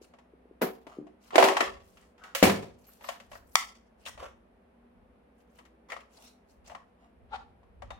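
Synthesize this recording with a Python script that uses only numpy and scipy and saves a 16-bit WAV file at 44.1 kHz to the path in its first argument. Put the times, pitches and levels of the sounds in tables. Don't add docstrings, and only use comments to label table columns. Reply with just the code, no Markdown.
import sys
import numpy as np
from scipy import signal
from scipy.fft import rfft, irfft, next_fast_len
from scipy.io import wavfile
from scipy.ndimage import uniform_filter1d, minimum_filter1d

SR = 44100
rng = np.random.default_rng(int(sys.argv[2]) if len(sys.argv) > 2 else 0)


def store_wav(level_fs):
    pcm = np.round(np.clip(np.atleast_2d(level_fs), -1, 1) * 32767)
    wavfile.write(sys.argv[1], SR, pcm.T.astype(np.int16))


N = 352359
TIME = np.arange(N) / SR

# start in seconds, level in dB, hardness in dB, lowest sound in Hz,
# wall resonance that is hit in Hz, its lift in dB, left minus right in dB.
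BODY_KNOCKS = [(.613, -23, -5, 240, 401, 2, 5), (.6235, -15, -3, 175, 245, 6, 0),
               (.643, -21, -14, 150, 382, 6, 4), (.668, -25.5, -6.5, 197.8, 700, 3.5, 2),
               (.868, -30.5, -3.5, 170, 960, 3.5, 4), (1.347, -21, -9.5, 381.4, 500, 2, -0.5),
               (1.3565, -3, 1.5, 280, 540, 2.5, 3), (1.381, 6, -3.5, 428.3, 690, 8, -4.5),
               (1.399, -10.5, 4.5, 281.6, 2800, 0, -3.5), (1.412, -7, -6, 340.5, 430, 6, 3.5),
               (1.4262, 1.5, -4.5, 520.7, 898.5, 5.5, 2), (1.432, -11.5, -12, 220, 376, 6, -2.5),
               (1.44, -8.5, 8.5, 258.6, 840, 5.5, 4.5), (1.451, -8, -2.5, 381, 600, 3, -3),
               (1.474, -13, -7, 260, 610, -0.5, 0), (1.516, -19, -16, 297, 645, 5, -1),
               (1.607, -13.5, 3, 252, 460, 2.5, 0.5), (1.626, -15, -16, 271, 592, 6.5, -3.5),
               (2.455, -10, -0.5, 153, 560, 1.5, -0.5), (2.472, -7.5, -3.5, 71.8, 310, 1, -4),
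               (2.497, -13, 3.5, 88.8, 169, 4, 3.5), (2.63, -27, -7, 136.5, 188, 2, 3)]
# pitch in Hz, level in dB, time to fade by 60 dB in seconds.
BODY_MODES = [(102.7, -5.5, 0.5), (178, -3, .17), (208, -1, 0.17), (258, -2.5, 0.093), (286, -5, 0.13),
              (385.5, 1, .32), (453.5, -1.5, .22), (560, -1, .35), (690, -0.5, 0.079), (740, -1.5, 0.32),
              (1003, -5, 0.16), (1346, -7, .14), (2050, -5, 0.17), (2320, -4, .18)]
# crack in dB, fizz in dB,
# dB of crack per dB of hardness (fizz follows hardness fully).
BODY_TREBLE = (-9, -26, .7)


def body_knocks():
    return blows(BODY_KNOCKS, BODY_MODES, BODY_TREBLE, tick_db=21, clatter_db=23.5, modes_db=9.5)


# start in seconds, level in dB, hardness in dB,
# lowest sound in Hz, wall resonance that is hit in Hz, its lift in dB.
BIN_CLICKS = [(.137, -35.5, -8.5, 540, 850, -2), (.186, -42.5, 1, 540, 900, 4),
              (1.068, -42.5, -3.5, 536, 710, 11.5), (1.306, -26.5, -6, 990, 1140, 7.5),
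              (1.485, -8, 2.5, 700, 930, -12), (1.568, -5.5, -1, 629, 884, 5.5),
              (1.6055, -3.5, -2.5, 700, 1840, 2), (1.971, -43.5, 7.5, 600, 2830, 1),
              (2.025, -47, 1, 700, 2200, 2), (2.179, -46, 3.5, 804, 2320, -3),
              (2.237, -35, 7.5, 900, 1360, 6), (2.3491, -28, 27, 520, 550, 19),
              (2.886, -50, -1, 1020, 1435, 16), (3.009, -41, 3.5, 598, 870, 10.5),
              (3.042, -29, 1.5, 700, 1120, 7), (3.088, -24, 11.5, 591, 707, 15),
              (3.2, -34.5, 5.5, 540, 578, 1), (3.316, -32.5, 1, 603, 640, 10.5),
              (3.331, -30, -3.5, 599, 680, 0), (3.353, -27.5, -16, 596, 1550, 15.5),
              (3.366, -54, 12, 700, 12600, 8), (4.054, -27.5, 3, 2394, 2980, 4),
              (4.062, -29, 8, 1103, 3400, 11), (4.073, -32, 7, 1000, 1130, 7),
              (4.176, -31, -3, 540, 625, 7.5), (5.403, -55, 3.5, 1500, 5000, 0),
              (5.587, -36.5, 1.5, 700, 1110, 2.5), (5.652, -47.5, 9.5, 700, 2110, -3.5),
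              (5.9, -30, 3.5, 788, 2090, 7), (5.919, -24, 1, 539, 2110, 12.5),
              (5.928, -26, -6, 552, 566, 2.5), (5.9645, -26.5, -5.5, 535, 1230, 8),
              (6.004, -41, 5.5, 700, 2150, -1), (6.697, -31, -3, 621, 614, 7.5),
              (6.716, -26.5, -18, 654, 736, 7.5), (6.749, -22.5, -9, 700, 1107, 8),
              (7.425, -51, -7, 601, 2290, 3), (7.631, -44, -13, 799, 1020, 7),
              (7.821, -24.5, -8.5, 560, 568, 1), (7.905, -20.5, -8.5, 607, 810, 3)]
# pitch in Hz, level in dB, time to fade by 60 dB in seconds.
BIN_MODES = [(560, -3, .12), (686, -5, 0.085), (870, -6, 0.061), (1130, -2.5, .1), (1350, -4.5, 0.1),
             (1850, -4.5, 0.22), (1926, 0, 0.099), (2372, -9.5, .17), (2680, -2, .15), (3130, -4.5, 0.18),
             (3800, -5, 0.1), (5270, -3, .18), (6860, -6, .12), (8360, -8, .1), (12600, -6, .1)]
# crack in dB, fizz in dB,
# dB of crack per dB of hardness (fizz follows hardness fully).
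BIN_TREBLE = (-8.5, -27.5, 0.71)
# time in seconds, left minus right in dB.
BIN_PAN = [(1.55, 3), (2.35, -3), (3.1, 2.5), (5.9, 6.5), (7.9, 4)]


def bin_clicks():
    clicks = [(*row, np.interp(row[0], *np.transpose(BIN_PAN))) for row in BIN_CLICKS]
    return hollow_shell(blows(clicks, BIN_MODES, BIN_TREBLE, tick_db=12.5, clatter_db=23.5, modes_db=15.0))


# pitch in Hz, level in dB.
SHELL = [(430, -2.5), (580, 1.5), (800, -2.5), (1130, 2.5), (1480, -1), (1950, 1), (2400, -1.5),
         (2900, 2.5), (3600, -0.5), (4600, 0), (5500, 1), (7000, 2.5), (12000, -3.5)]


def hollow_shell(x):
    return colour(x, lambda f: undb(contour(f, SHELL)))


# start in seconds, level in dB, clatter's 60 dB fade in seconds.
LID_SLAM = (2.4272, 4.7, 0.12)
# pitch in Hz, level in dB.
LID_TONE = [(35, -21.5), (70, -11), (105, -1.5), (135, -13), (185, 2), (320, -0.5), (560, 2), (850, -7.5),
            (1200, -10), (1700, -11.5), (2300, -8), (3300, -16), (6500, -20.5), (11000, -25), (15000, -27)]


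def lid_slam():
    return shut(LID_SLAM, LID_TONE, BODY_MODES, pan_db=2.5, tick_db=25.0, clatter_db=24.5, modes_db=8)


# start in seconds, level in dB, clatter's 60 dB fade in seconds.
HANDLE_SNAP = (3.555, -0.21, 0.013)
# pitch in Hz, level in dB.
HANDLE_TONE = [(200, -42), (450, -24.5), (680, -6), (850, -4), (1260, -0.5), (1550, -14), (2050, 3),
               (2350, -2), (2600, -9), (3300, -4), (3750, -7.5), (4050, -18.5), (4450, -6), (5600, -6.5),
               (8000, -12.5), (12000, -21.5), (15000, -22)]
# pitch in Hz, level in dB, time to fade by 60 dB in seconds.
HANDLE_MODES = [(738, -3, .22), (1120, 1, .17), (1250, -1, .15), (1340, 1, .17), (1960, -5, .13),
                (2073, -6, .15), (2230, -6, .18), (2390, -5, .2), (3225, -3, .18), (3639, -4, .18),
                (4479, -5, .16), (5631, -5, .2), (7601, -4, .2)]


def handle_snap():
    return shut(HANDLE_SNAP, HANDLE_TONE, HANDLE_MODES, pan_db=3.5, tick_db=19, clatter_db=19.5, modes_db=7.5)


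# start in seconds, level in dB, clatter's 60 dB fade in seconds.
HANDLE_FLIP = (.617, -11, 0.16)
# pitch in Hz, level in dB.
FLIP_TONE = [(40, -54), (135, -29), (180, 1), (400, 5), (750, 1), (1400, -5), (1900, -8), (2800, -14.5),
             (9000, -25.5), (12500, -14), (15000, -19.5)]


def handle_flip():
    return shut(HANDLE_FLIP, FLIP_TONE, BODY_MODES, pan_db=0.0, tick_db=17.5, clatter_db=26.0, modes_db=13.5)


def shut(blow, tone, modes, pan_db, tick_db, clatter_db, modes_db):
    out = np.zeros((3, N))
    start, db, ring_s = blow
    x = strike(modes, ring_s, pan_db, tick_db, clatter_db, modes_db)
    add(out, start, colour(x, lambda f: undb(db + contour(f, tone))))
    return out


CLATTER_S, CLATTER_HALVING_DB = 0.043, 45.5
WALL_Q = 6.1


def blows(table, modes, law, tick_db, clatter_db, modes_db):
    out = np.zeros((3, N))
    for start, db, hardness_db, lowest_hz, wall_hz, lift_db, pan_db in table:
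        clatter_s = CLATTER_S * 2 ** (-db / CLATTER_HALVING_DB)
        x = strike(modes, clatter_s, pan_db, tick_db, clatter_db, modes_db)
        x = colour(x, lambda f: np.hypot(1, undb(lift_db) * resonance(f, wall_hz, wall_hz / WALL_Q)))
        x = plastic(x, lowest_hz, *treble(law, hardness_db), top_db=-7 + 0.39 * hardness_db)
        add(out, start, undb(db) * x)
    return out


def strike(modes, ring_s, pan_db, tick_db, clatter_db, modes_db, contact_hz=2200, rise_s=.0007):
    size = 512 * int(np.ceil(.65 * max(mode[2] for mode in modes) * SR / 512))
    t = np.arange(size) / SR
    clatter = ears(size, 350) * fade(t, ring_s) * (1 - np.exp(-t / rise_s))
    push = np.zeros((2, size))
    lead = int(np.clip(pan_db * 1.8, -12, 12))
    push[0, max(-lead, 0)] = 1
    push[1, max(lead, 0)] = 1
    pole = np.exp(-2 * np.pi * contact_hz / SR)
    push = undb(tick_db) * signal.lfilter([1 - pole], [1, -pole], push + 1e-18)
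    rings = undb(modes_db) * ring(modes, size)
    x = push + undb(clatter_db) * even(clatter, 660) + rings
    all_round = undb(clatter_db) * (t == 0) + rings.sum(0) / np.sqrt(2)
    return np.vstack([x * sides(pan_db / 2), all_round])


def ring(modes, size):
    t = np.arange(size) / SR
    hz, db, t60 = np.transpose(modes)[:, :, None]
    chance = rng.standard_normal((len(modes), 4)).T[:, :, None]
    swing = undb(db + 1.8 * chance[0]) * fade(t, t60) / np.sqrt(t60 * SR)
    angle = 2 * np.pi * hz * (1 + 0.0011 * chance[1]) * t + chance[2]
    spread = np.minimum(hz / 900, 1) * chance[3]
    return np.array([(swing * np.sin(angle + sign * spread)).sum(0) for sign in (1, -1)])


def plastic(x, lowest_hz, crack_db, fizz_db, bass_db=1, waist_db=0.0, mid_db=1, upper_db=0, top_db=-5):
    shape = [(250, bass_db), (750, 0.00022), (1450, 0.83 * crack_db + waist_db), (2300, crack_db + mid_db),
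             (4500, (crack_db + fizz_db) / 2 + upper_db), (9000, fizz_db), (15000, fizz_db + top_db)]
    return colour(x, lambda f: undb(contour(f, shape)) / np.sqrt(1 + (lowest_hz / f) ** 10))


def treble(law, hardness_db):
    crack_db, fizz_db, crack_share = law
    return crack_db + crack_share * hardness_db, fizz_db + hardness_db


# start in seconds, length in seconds, level in dB, hardness in dB.
SCRAPES = [(0.876, .12, -41.5, -8), (1.318, 0.09, -20.5, -19), (1.38, 0.18, -14.5, -14),
           (2.167, 0.2, -43.5, -10.5), (2.991, 0.2, -38, -5.5), (4.05, 0.054, -32.5, 9),
           (4.178, 0.12, -29.5, -10.5), (5.884, 0.089, -33, -6), (6.657, 0.11, -42.5, -10.5),
           (6.97, 0.14, -50.5, -12)]
# crack in dB, fizz in dB,
# dB of crack per dB of hardness (fizz follows hardness fully).
RUB_TREBLE = (-11.5, -20, .25)
PRESS_PEAK_SHARE = .39
RUB_LOWEST_HZ, RUB_OCTAVE_DB = 250, 35.5


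def scrapes(grain_db=2.5, slips_per_s=6000, grip_db=3.0, wall_t60=0.0063, modes_db=-8, left_db=0, size=8000):
    out = np.zeros((2, N))
    for start, length, db, hardness_db in SCRAPES:
        t = np.arange(SR // 2) / SR
        push, grain, grip = rng.standard_normal((3, len(t)))
        slow_grip = unit(uniform_filter1d(grip, size=600))
        happens = rng.random(len(t)) < slips_per_s / SR
        slips = happens * push * undb(grain_db * grain + grip_db * slow_grip)
        pressure = np.interp(t / length, [0, PRESS_PEAK_SHARE, 1], [0, 1.4, 0], right=0)
        wall = ears(size, 400) * fade(np.arange(size) / SR, wall_t60)
        wall = even(wall, 550) + undb(modes_db) * ring(BIN_MODES, size)
        x = signal.fftconvolve((unit(slips) * pressure)[None], wall, axes=1)
        lowest_hz = RUB_LOWEST_HZ * 2 ** (-db / RUB_OCTAVE_DB)
        x = plastic(x, lowest_hz, *treble(RUB_TREBLE, hardness_db))
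        add(out, start, x * undb(db) * sides(left_db))
    return hollow_shell(out)


# start in seconds, length in seconds, level in dB, tilt in dB per octave.
STROKES = [(.005, 0.065, -60, 0.5), (1.187, 0.14, -61.5, -1), (1.717, 0.42, -70, 2),
           (2.735, 0.33, -65.5, 3), (2.97, 0.25, -56, -0.5), (3.175, 0.13, -69, 0),
           (3.284, 0.12, -57.5, 2.5), (3.408, 0.31, -62, 8.5), (3.959, 0.15, -66, -0.5),
           (5.341, .11, -78, 3), (5.46, 0.13, -77, 1), (5.511, .12, -69.5, 0), (6.076, 0.24, -60, -0.5),
           (6.181, 0.16, -58.5, 0), (6.46, .11, -73, 3), (6.638, 0.072, -54, -2.5)]
# pitch in Hz, level in dB.
SKIN = [(350, -14), (700, 3), (1250, 0), (1900, -7.5), (2800, 2), (3400, -4), (4300, -1), (6300, -2.5),
        (9000, -6.5), (12500, -9), (15000, -13)]


def strokes(scuff_db=4, scuffs_per_s=70, left_db=0.75, size=20000):
    out, t = np.zeros((2, N)), np.arange(size) / SR
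    for start, length, db, tilt_db in STROKES:
        hiss = 0
        for band, (hz, band_db) in zip(bands(ears(size, 400), SKIN), SKIN):
            tilted_db = band_db + tilt_db * np.log2(hz / 4000)
            hiss = hiss + band * undb(tilted_db + scuff_db * walk(scuffs_per_s, size))
        grain = undb(3 * walk(700, size) + 2.5 * walk(90, size))
        pressure = np.sin(np.pi * np.minimum(t / length, 1)) ** 2
        add(out, start, unit(hiss * grain) * pressure * undb(db) * sides(left_db))
    return out


# start in seconds, length in seconds, from Hz, to Hz, level in dB.
CATCHES = [(.872, 0.085, 908, 1343, -56), (1.328, 0.017, 636, 604, -37.5), (2.19, .11, 1250, 1463, -53.5),
           (2.86, 0.048, 13000, 12600, -57.5), (3.0, 0.11, 12730, 12100, -62),
           (4.205, 0.061, 560, 691, -45.5), (6.15, 0.12, 789, 736, -63), (6.19, 0.14, 3440, 4310, -65),
           (6.205, 0.11, 5900, 5200, -65)]


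def catches(width_hz=110, width_share=.04, waver=0.016, flutter_db=3, size=8000):
    out, t = np.zeros((2, N)), np.arange(size) / SR
    for start, length, from_hz, to_hz, db in CATCHES:
        hz = np.interp(t, [0, length], [from_hz, to_hz]) * (1 + waver * walk(60, size))
        width = width_hz + width_share * from_hz
        slips = colour(ears(size, 30), lambda f: 1 / (1 + (f / width) ** 2))
        song = unit(slips * np.sin(2 * np.pi * np.cumsum(hz) / SR))
        pressure = np.sin(np.pi * np.minimum(t / length, 1))
        add(out, start, song * pressure * undb(db + flutter_db * walk(120, size)))
    return out


# time in seconds, level in dB, pitch in Hz.
BUMPS = [(0.015, -41.5, 406), (0.336, -44, 378), (0.455, -47.5, 418), (0.511, -42.5, 376), (.97, -43, 390),
         (0.9859, -26.5, 306.5), (.999, -35, 300), (1.013, -38.5, 345.8), (1.026, -42.5, 270),
         (1.067, -47.5, 338)]


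def bumps(push_s=.0014, left_db=1.3, size=2000):
    out, t = np.zeros((2, N)), np.arange(size) / SR
    for start, db, hz in BUMPS:
        x = t / push_s * np.exp(1 - t / push_s) * np.sin(2 * np.pi * hz * t)
        x = colour(x, lambda f: 1 / (1 + (f / 900) ** 4) / np.sqrt(1 + (160 / f) ** 8))
        add(out, start - .001, x * undb(db) * sides(left_db))
    return out


# full at this time in seconds,
# hold in seconds, level in dB, rise in dB per second, fall in dB per second.
SQUEAK = (7.334, .014, -34.5, 1150, 1600)
HINGE_RASP = (7.348, .015, -44, 600, 1300)
SLIP_HZ, SLIP_OCTAVES_PER_S = 410, 24
# pitch in Hz, width in Hz (before squaring), level in dB.
FRAME = [(400, 50, -21), (560, 50, 1), (825, 170, -4), (1170, 220, -14), (1400, 67, -2.5), (2530, 670, -24),
         (3630, 540, -30)]
# pitch in Hz, level in dB.
RASP = [(300, -24), (700, 8), (1400, 5), (2200, -4), (3800, -4), (6000, -18), (9000, -26), (14000, -50)]
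FRAME_CLICK_S = 7.905
# pitch in Hz, peak in dB, time to fade by 60 dB in seconds.
FRAME_MODES = [(775, -51, .3), (830, -57, .2), (1184, -57, .2), (1400, -57, .22), (2350, -63, .15),
               (3560, -62, .17), (3655, -57, .25), (3730, -61, .2), (4156, -67, .18), (4230, -70, .15),
               (6148, -70, .18), (6230, -72, .15)]


def filter_frame(jitter=.09, grit_db=-5, left_db=2.2, size=12000):
    out, t = np.zeros((2, N)), np.arange(size) / SR
    now = SQUEAK[0] + t - t[-1] / 2
    let_go_s = SQUEAK[0] + SQUEAK[1]
    rate = SLIP_HZ * 2 ** np.clip(SLIP_OCTAVES_PER_S * (now - let_go_s), 0, 1)
    wobble = unit(uniform_filter1d(rng.standard_normal(size), size=150))
    turns = np.cumsum(rate * (1 + jitter * wobble)) / SR
    slips = np.diff(np.floor(turns), prepend=0) * np.sqrt(SR / rate)
    slips = slips + undb(grit_db) * rng.standard_normal(size)
    squeak = colour(slips, lambda f: sum(undb(db) * resonance(f, hz, width) ** 2 for hz, width, db in FRAME))
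    squeak = np.array([squeak, np.roll(squeak, 8)]) / np.std(squeak[:size // 2])
    bursts = ears(size, 900) * np.exp(-2 * (turns % 1))
    rasp = unit(colour(bursts, lambda f: undb(contour(f, RASP))))
    add(out, now[0], squeak * swell(now, *SQUEAK) + rasp * swell(now, *HINGE_RASP))
    after = 0
    for hz, db, t60 in FRAME_MODES:
        phase = rng.normal(size=(2, 1))
        after = after + undb(db) * np.sin(2 * np.pi * hz * t + phase) * fade(t, t60)
    add(out, FRAME_CLICK_S, after)
    return out * sides(left_db)


# band centre in Hz, level in dB, time to fade by 60 dB in seconds.
ROOM = [(100, -8, 0.24), (254, -11.5, 0.5), (700, -8.5, 0.35), (1840, -8, 0.31), (5150, -8.5, 0.38),
        (12800, -6, 0.26)]
# pitch in Hz, level in dB, time to fade by 60 dB in seconds.
ROOM_MODES = [(108, -26, .55), (161, -25, .55), (199, -31, .44), (301, -27, .3), (382, -35, .55),
              (458, -31, .44), (555, -35, .42)]
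# time in seconds, room share in dB.
ROOM_SHARE = [(0, -1), (2.5, 6.5), (3.2, -1.5), (3.56, -1), (8, 0)]


def room(x, build_s=0.011, late_db=-27, late_t60=0.45, size=36000):
    x = x * undb(np.interp(TIME, *np.transpose(ROOM_SHARE)))
    t, response = np.arange(size) / SR, 0
    clusters = undb(2.5 * walk(160, size))
    for band, (_, db, t60) in zip(bands(ears(size, 300), ROOM), ROOM):
        decay = (fade(t, t60) + undb(late_db) * fade(t, late_t60)) * (1 - np.exp(-(t / build_s) ** 2))
        decay = decay * clusters * undb(2 * walk(50, size))
        response = response + undb(db) * band * decay / np.sqrt(np.sum(decay ** 2))
    response = response + ring(ROOM_MODES, size)
    return signal.fftconvolve(x[None], response, axes=1)[:, :N]


# time in seconds, rumble in dB.
GRIP_SHIFTS = [(1.7, -55), (2.62, -58), (3.33, -60), (4.16, -56), (5.0, -65), (6.621, -61.5), (7.25, -58),
               (7.5, -64), (7.86, -47)]
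GRIP_RISE_S, GRIP_FALL_S, TREMOR_DB = 0.062, 0.14, -76.5


def grip_rumble(rumble_hz=62, rumble_width_hz=45):
    rumble = colour(ears(N, 100), lambda f: resonance(f, rumble_hz, rumble_width_hz) ** 2)
    shifts = 0
    for s, db in GRIP_SHIFTS:
        distance = np.maximum((s - TIME) / GRIP_RISE_S, (TIME - s) / GRIP_FALL_S)
        shifts = shifts + undb(db) * np.exp(-distance)
    return unit(rumble) * (undb(TREMOR_DB) + shifts)


# pitch in Hz, relative level in dB per Hz.
AIR = [(30, -6), (65, 0), (125, -23), (175, -6), (235, -3), (310, -14), (480, -12), (700, -15),
       (1100, -22.5), (2500, -31.5), (4200, -44), (7000, -54), (10000, -47), (12500, -51), (13500, -66)]
AIR_DB = -63.5


def still_air():
    air = colour(ears(N, 410), lambda f: undb(contour(f, AIR)) * f ** 2 / (f ** 2 + 70 ** 2))
    return unit(air) * undb(AIR_DB)


# middle pitch in Hz, middle level in dB.
HUM = [(59.2, -74), (241, -73.5), (388, -81), (487, -81.5), (673, -87)]
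# start in seconds, length in seconds, from Hz, to Hz, level in dB.
GLIDES = [(4.149, 0.51, 339, 325, -75.5), (4.6, 1.06, 235.6, 304.7, -74.5), (5.05, 0.777, 482.5, 491, -72),
          (5.499, 0.46, 335, 318, -72)]


def faint_tones(waver=0.036, waver_db=3):
    out = 0
    for hz, db in HUM:
        out = out + tone(hz * (1 + waver * walk(3.2, N))) * undb(db + waver_db * walk(2.2, N))
    for start, length, from_hz, to_hz, db in GLIDES:
        part = np.clip((TIME - start) / length, 0, 1)
        out = out + tone(from_hz + (to_hz - from_hz) * part) * np.sin(np.pi * part) * undb(db)
    return out


def tone(hz):
    return np.sqrt(2) * np.sin(2 * np.pi * np.cumsum(hz) / SR)


def undb(db):
    return 10 ** (np.asarray(db) / 20)


def sides(left_db):
    return undb(np.array([[left_db], [-left_db]]))


def unit(x):
    return x / np.sqrt(np.mean(x ** 2))


def fade(t, t60):
    return np.exp(-np.log(1000) * t / t60)


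def swell(t, full_s, hold_s, db, rise, fall):
    return undb(db - rise * np.maximum(full_s - t, 0) - fall * np.maximum(t - full_s - hold_s, 0))


def add(out, s, x):
    i = max(int(s * SR), 0)
    out[:, i:i + x.shape[1]] += x[:, :max(N - i, 0)]


def contour(hz, points):
    f, value = np.transpose(points)
    return np.interp(np.log(hz + 1), np.log(f), value)


def colour(x, gain):
    n = 2 * next_fast_len(x.shape[-1] // 2 + 2048)
    cepstrum = irfft(np.log(gain(np.arange(n // 2 + 1) * SR / n + 1) + 1e-6))
    cepstrum[1:n // 2] *= 2
    cepstrum[n // 2 + 1:] = 0
    return irfft(rfft(x, n) * np.exp(rfft(cepstrum)))[..., :x.shape[-1]]


def resonance(hz, centre, width):
    return 1 / np.sqrt(1 + ((hz ** 2 - centre ** 2) / (hz * width)) ** 2)


def ears(size, alike_hz):
    mid, side = rng.standard_normal((2, size))
    side = colour(side, lambda f: 1 / np.sqrt(1 + (alike_hz / f) ** 6))
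    return np.array([mid + side, mid - side]) / np.sqrt(2)


def even(x, width_hz):
    power = np.mean(np.abs(rfft(x)) ** 2, axis=0)
    power = uniform_filter1d(power, size=int(width_hz * x.shape[1] / SR) + 1)
    return colour(x, lambda f: np.interp(f, np.linspace(0, SR / 2, len(power)), power) ** -.5)


def walk(rate, size):
    steps = np.arange(size) * rate / SR
    values = rng.standard_normal(400)
    k, part = steps.astype(int), np.sin(np.pi / 2 * (steps % 1)) ** 2
    return values.take(k, mode="wrap") * (1 - part) + values.take(k + 1, mode="wrap") * part


def bands(noise, table):
    spectrum = rfft(noise)
    hz = np.arange(spectrum.shape[1]) * SR / noise.shape[1]
    split = []
    for k in range(len(table)):
        peak = [(row[0], j == k) for j, row in enumerate(table)]
        split.append(irfft(spectrum * contour(hz, peak)))
    return split


def scene():
    struck = body_knocks() + bin_clicks() + lid_slam() + handle_snap() + handle_flip()
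    rubbed = scrapes() + strokes() + catches() + bumps() + filter_frame()
    all_round = struck[2] + rubbed.sum(0) / np.sqrt(2)
    background = still_air() + faint_tones() + grip_rumble()
    return struck[:2] + rubbed + room(all_round) + background


TOP_HZ = 15900


def record(dry, ceiling=.93, size=120):
    needed = ceiling / np.maximum(np.abs(dry).max(0), ceiling)
    gain = uniform_filter1d(minimum_filter1d(needed, size=size), size=size)
    low_pass = signal.ellip(8, .2, 70, TOP_HZ, fs=SR, output="sos")
    return signal.sosfilt(low_pass, dry * gain)


dry = scene()
out = record(dry)
store_wav(out)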